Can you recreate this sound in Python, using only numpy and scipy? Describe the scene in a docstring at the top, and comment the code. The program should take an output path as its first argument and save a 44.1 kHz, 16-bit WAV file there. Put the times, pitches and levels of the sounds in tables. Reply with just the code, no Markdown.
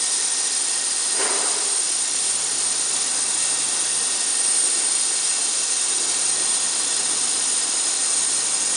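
"""Plasma torch cutting steel plate.

A cutting machine in a workshop, heard close. The gas jet hisses through the resonances of nozzle
and cut and whistles with a high whine. The band around the whine drops out for milliseconds at a
time, heard as a flicker. The flame roars under the plate. Once the jet flares with a hollow whoosh,
as if crossing a slat of the table. Far off, an engine changes speed."""
import sys
import numpy as np
from scipy import signal
from scipy.fft import rfft, irfft
from scipy.io import wavfile
from scipy.ndimage import uniform_filter1d

SR = 44100
rng = np.random.default_rng(int(sys.argv[2]) if len(sys.argv) > 2 else 0)


def transcribe(signal):
    """Save signal, clipped to [-1, 1], as a 16-bit WAV file at the path in sys.argv[1]."""
    frames = np.atleast_2d(signal).T
    limited = np.clip(frames, -1, 1)
    pcm = np.round(limited * 32767).astype(np.int16)
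    wavfile.write(sys.argv[1], SR, pcm)


N = 386316
TIME_S = np.arange(N) / SR
FREQS_HZ = np.fft.rfftfreq(N, 1 / SR)


def from_db(db):
    """Decibels to amplitude."""
    return 10 ** (np.asarray(db) / 20)


def unit_rms(x):
    """Scales to rms 1."""
    return x / np.sqrt(np.mean(x ** 2) + 1e-20)


def curve(rows):
    """Interpolates (seconds, value) rows at every sample."""
    return np.interp(TIME_S, *np.transpose(rows))


def arch(middle_s, length_s):
    """A smooth rise from 0 to 1 and back."""
    return np.cos(np.pi * np.clip((TIME_S - middle_s) / length_s, -.5, .5)) ** 2


def swells_db(rows):
    """Sum of arch-shaped swells or dips."""
    return sum(lift_db * arch(middle_s, length_s) for middle_s, length_s, lift_db in rows)


def resonance(hz, centre_hz, width_hz):
    """A resonance peak of height 1."""
    return 1 / (1 + (2 * (hz - centre_hz) / width_hz) ** 2)


def colour(spectrum, modes=()):
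    """Gain over frequency: a smooth spectrum lifted by resonances."""
    points_hz, points_db = np.transpose(spectrum)
    smooth_db = np.interp(np.log(FREQS_HZ + 1), np.log(points_hz + 1), points_db)
    lift_db = sum(db * resonance(FREQS_HZ, hz, width_hz) for hz, width_hz, db in modes)
    return from_db(smooth_db + lift_db)


def band(hz, width_hz, order):
    """Gain of a band around hz; higher orders are steeper."""
    return 1 / np.sqrt(1 + abs(2 * (FREQS_HZ - hz) / width_hz) ** (2 * order))


def filtered(x, gain):
    """Applies a gain over frequency."""
    return irfft(rfft(x) * gain, N)


def noise(gain):
    """Noise of rms 1 with the given colour."""
    return unit_rms(filtered(rng.standard_normal(N), gain))


def sine(hz):
    """A sine of peak 1 following a frequency curve."""
    return np.sin(2 * np.pi * np.cumsum(hz) / SR)


def wander(rate_hz):
    """Random control of rms 1, low-passed at rate_hz."""
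    lowpass = signal.butter(2, rate_hz, fs=SR)
    return unit_rms(signal.lfilter(*lowpass, rng.standard_normal(N)))


def patchy(x, depth_db, window, bins, frames):
    """Swells and sinks random patches of the spectrogram, keeping the overall level."""
    spectra = signal.stft(x, nperseg=window)[2]
    patches = uniform_filter1d(rng.standard_normal(spectra.shape), bins, axis=0)
    patches = unit_rms(uniform_filter1d(patches, frames, axis=1))
    mottled = signal.istft(spectra * from_db(depth_db * patches), nperseg=window)[1][:N]
    return x.std() * unit_rms(mottled)


def travel(start_s=4.3, end_s=5.46):
    """Progress of the torch: 0 early in the cut, 1 late."""
    return np.interp(TIME_S, [start_s, end_s], [0, 1])


# Engine speed. Each row: time in seconds, firing rate in Hz.
ENGINE_SPEED = [(0, 53), (.3, 54.5), (.7, 61), (1.1, 57.5), (1.7, 58), (2.4, 69.5), (2.7, 69.5), (3.1, 66),
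                (3.8, 70), (4.1, 67), (4.55, 55), (5.8, 62), (6.35, 68.5), (6.8, 66.5), (7.5, 73),
                (7.9, 73.5), (8.25, 68), (8.76, 70.5)]
# Dips in the hum. Each row: middle and length in seconds, first- and second-order change in dB.
HUM_DIPS = [(4.25, .5, -10, -11), (6.53, .25, -7, -7), (7.97, 0.61, -2, -14)]


def engine(reference_hz=65.9, first_db_per_hz=1.1, second_db_per_hz=.43, boom_db=8.5, waver_db=.9):
    """A far engine's two lowest orders come through the walls, louder as it speeds up."""
    firing_hz = curve(ENGINE_SPEED)
    excess_hz = firing_hz - reference_hz
    first_db = -74 + first_db_per_hz * excess_hz
    second_db = -65.5 + second_db_per_hz * excess_hz
    second_db += boom_db * resonance(2 * firing_hz, centre_hz=137.2, width_hz=13)  # workshop mode
    for middle_s, length_s, first_dip_db, second_dip_db in HUM_DIPS:
        dip = arch(middle_s, length_s)
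        first_db += first_dip_db * dip
        second_db += second_dip_db * dip
    first = unit_rms(sine(firing_hz)) * from_db(first_db)
    second = unit_rms(sine(2 * firing_hz)) * from_db(second_db)
    return (first + second) * from_db(waver_db * wander(7))


# Flame strength. Each row: time in seconds, roar level in dB.
ROAR_LEVEL = [(0, -38.5), (2.1, -39), (3.2, -36.5), (4.1, -37), (5.0, -37.8), (5.8, -38.5), (6.25, -36.5),
              (7.5, -36.5), (8.76, -37)]
# Roar and rumble spectra. Each row: frequency in Hz, relative level in dB.
ROAR_SPECTRUM = [(20, -33), (50, -31.5), (100, -21), (170, -12.5), (330, -7), (520, -0.5), (950, -1),
                 (1500, -1), (2000, -8), (3500, -8), (10000, -32.5)]
RUMBLE_SPECTRUM = [(60, -36.5), (140, -13.5), (200, -2), (250, 2), (300, 5), (350, -5), (560, -22),
                   (1200, -40)]
# Cutting-table resonances. Each row: frequency in Hz, width in Hz, lift in dB.
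TABLE_MODES = [(305, 40, 2), (394, 30, 2), (480, 50, 2), (770, 80, 2.5), (950, 70, 2.5), (1120, 130, 2),
               (1310, 80, 1.5)]
# The table's moans. Each row: middle in seconds, length in seconds, lift in dB.
MOANS = [(4.72, .6, 5.5), (5.98, .5, 9), (6.42, .45, 4.5), (7.1, 0.49, 4)]


def flame(rumble_db=-50.4, rumble_db_per_db=1.9, moan_db=-51):
    """The flame roars under the plate; the hollow table rumbles with it and now and then moans."""
    roar_db = curve(ROAR_LEVEL)
    surge_db = roar_db - roar_db.mean()
    roar = noise(colour(ROAR_SPECTRUM, TABLE_MODES)) * from_db(roar_db)
    rumble = noise(colour(RUMBLE_SPECTRUM)) * from_db(rumble_db + rumble_db_per_db * surge_db)
    moan = noise(band(385, 130, order=3)) * from_db(moan_db + swells_db(MOANS))
    return roar + rumble + moan


# Whoosh spectrum. Each row: frequency in Hz, relative level in dB.
WHOOSH_SPECTRUM = [(60, -43), (170, -19), (280, -6.5), (420, -5), (600, -3.5), (950, -4), (1400, -4.5),
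                   (2100, -8), (2700, -11), (8000, -40)]
# Table resonances rung by the flare. Each row: frequency in Hz, width in Hz, lift in dB.
FLARE_MODES = [(390, 26, 7), (430, 33, 6.5), (970, 77, 4.5), (2120, 250, 4), (2990, 150, 9.5)]


def flare(peak_s=1.215, level_db=-26, punch_db=1.5, hold_s=.32, split_hz=1400, ring_t60_s=2.6):
    """A whoosh in the hollow table swells, sags and dies; treble goes first, the lowest mode rings on."""
    rise_db_per_s, sag_db_per_s, release_db_per_s, dulling_db_per_s = 190, 18.5, 49, 16
    before_s = np.maximum(peak_s - TIME_S, 0)
    age_s = np.maximum(TIME_S - peak_s, 0)
    held_s = np.minimum(age_s, hold_s)
    attack = from_db(level_db - rise_db_per_s * before_s + punch_db * arch(peak_s, length_s=.099))
    decay = from_db(-sag_db_per_s * held_s - release_db_per_s * (age_s - held_s))
    rush = noise(colour(WHOOSH_SPECTRUM, FLARE_MODES))
    low = filtered(rush, band(0, 2 * split_hz, order=3))
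    treble = (rush - low) * from_db(-2 - dulling_db_per_s * age_s)
    ring = sine(394 + 5 * wander(20)) * from_db(-11 - 60 * age_s / ring_t60_s)
    return attack * ((low + treble) * decay + ring)


def kerf_ring(level_db=-45):
    """One resonance of the cut comes and goes as the torch travels."""
    ring = noise(band(2695, 95, order=2))
    return ring * from_db(level_db) * arch(middle_s=3.6, length_s=2.3)


# Strength of the jet's lower tone. Each row: time in seconds, level in dB.
LOWER_TONE_LEVEL = [(0, -44), (1.25, -42), (1.8, -51), (3.9, -43.5), (4.7, -43.5), (5.5, -48.5), (6.8, -43),
                    (7.3, -47), (8.76, -46.5)]


def jet_tones(upper_hz=6927, lower_hz=1852, upper_early_db=-40, upper_late_db=-37):
    """Two faint jet tones: a fuzzy high one that grows late in the cut, a low one that wavers."""
    upper_db = upper_early_db + (upper_late_db - upper_early_db) * travel()
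    upper = noise(band(upper_hz, 80, order=2))
    core = sine(lower_hz + 16 * wander(50))
    lower = unit_rms(core + .7 * noise(band(lower_hz, 44, order=2)))
    return upper * from_db(upper_db) + lower * from_db(curve(LOWER_TONE_LEVEL))


# Hiss spectrum. Each row: frequency in Hz, relative level in dB.
HISS_SPECTRUM = [(300, -37), (1200, -15.5), (2000, -10.5), (2500, -9), (3200, -5.5), (4500, -1.5),
                 (5500, -0.3), (6600, 1), (8200, 0.35), (9250, -1.5), (9600, 5), (10000, 1.5)]
# Nozzle and cut resonances. Each row: frequency in Hz, width in Hz, early and late lift in dB.
NOZZLE_MODES = [(2180, 70, 2, 2), (2695, 95, 4, 7), (3220, 120, 1.5, 1.5), (3430, 110, 3.5, 3),
                (3700, 110, 4, 4.5), (3925, 90, 3, 3.5), (4168, 80, 4, 6.5), (4285, 50, 2.5, 3),
                (4440, 160, -1, -2), (4970, 190, 4.5, 3), (5102, 50, 3, 4.5), (5802, 50, 3, 2.5),
                (6045, 40, 1.5, 3), (6560, 80, 1, 3.5), (6870, 200, 2, 4), (9650, 300, 3, 2.5)]


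def hiss(early_db=-20, late_db=-19.5, flutter_db=.41):
    """The turbulent jet rings the nozzle and the cut, whose resonances change as the torch travels."""
    early_modes = [(hz, width_hz, db) for hz, width_hz, db, _ in NOZZLE_MODES]
    late_modes = [(hz, width_hz, db) for hz, width_hz, _, db in NOZZLE_MODES]
    early = noise(colour(HISS_SPECTRUM, early_modes)) * from_db(early_db)
    late = noise(colour(HISS_SPECTRUM, late_modes)) * from_db(late_db)
    rush = np.sqrt(1 - travel()) * early + np.sqrt(travel()) * late
    rush = patchy(rush, depth_db=.54, window=256, bins=5, frames=4)  # quick eddies
    rush = patchy(rush, depth_db=1.27, window=2048, bins=6, frames=36)  # slowly shifting reflections
    return rush * from_db(flutter_db * wander(12))


# The whistle's swells. Each row: middle in seconds, length in seconds, lift in dB.
WHINE_SWELLS = [(1.3, .6, 2), (1.73, .35, 1.2), (4.53, .55, 4), (4.86, .6, 2.5), (6.45, 0.76, 2),
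                (7.78, .4, 2), (8.22, .35, 2)]


def whine_lift_db(unsteady_db=.45):
    """The whistle catches and swells, never quite steady."""
    return swells_db(WHINE_SWELLS) + unsteady_db * wander(6)


def whine(lift_db, rest_hz=8773, rest_db=-26.5, bend_hz=18, jitter_hz=36, wobble_db=1.0):
    """The jet whistles at the nozzle; turbulence jostles its pitch and adds a skirt of noise."""
    pitch_hz = rest_hz + bend_hz * arch(middle_s=4.2, length_s=4) + jitter_hz * wander(120)
    tone = unit_rms(sine(pitch_hz)) * from_db(wobble_db * wander(25))
    skirt = noise(band(8740, 640, order=3)) * from_db(-5.2)
    return (tone + skirt) * from_db(rest_db + lift_db)


def band_dropouts(x, lift_db, mean_margin=.58, margin_per_db=.13, softness=.047, depth_db=-16):
    """The band around the whine drops out for milliseconds, less often when the whine is strong."""
    highpass = FREQS_HZ / np.hypot(FREQS_HZ, 3)  # keeps long gaps rare
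    chance = noise(highpass * band(0, 105, order=1) * band(0, 640, order=3))
    margin = chance + mean_margin + margin_per_db * (lift_db - lift_db.mean())
    dropout = .5 - .5 * np.tanh(margin / softness)
    whine_band = filtered(x, band(8810, 840, order=4))
    return x - (1 - from_db(depth_db)) * dropout * whine_band


# Reflections off plate and gantry. Each row: delay in seconds, gain.
ECHOES = [(.00165, -.05), (.002613, .08), (.004093, .06)]


def steel_echoes(x):
    """Nearby steel adds short, weak echoes."""
    echoes = sum(gain * np.exp(-2j * np.pi * FREQS_HZ * delay_s) for delay_s, gain in ECHOES)
    return filtered(x, 1 + echoes)


def scene():
    """The close torch over the far engine, the same in both channels."""
    lift_db = whine_lift_db()
    torch = hiss() + kerf_ring() + whine(lift_db) + jet_tones() + flame() + flare()
    mono = band_dropouts(steel_echoes(torch), lift_db) + engine()
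    return np.array([mono, mono])


def record(dry, cutoff_hz=10060):
    """A steep low-pass removes the top treble."""
    taps = signal.firwin(1023, cutoff_hz, window=("kaiser", 9), fs=SR)
    return signal.oaconvolve(dry, taps[None], "same")


dry = scene()
out = record(dry)
transcribe(out)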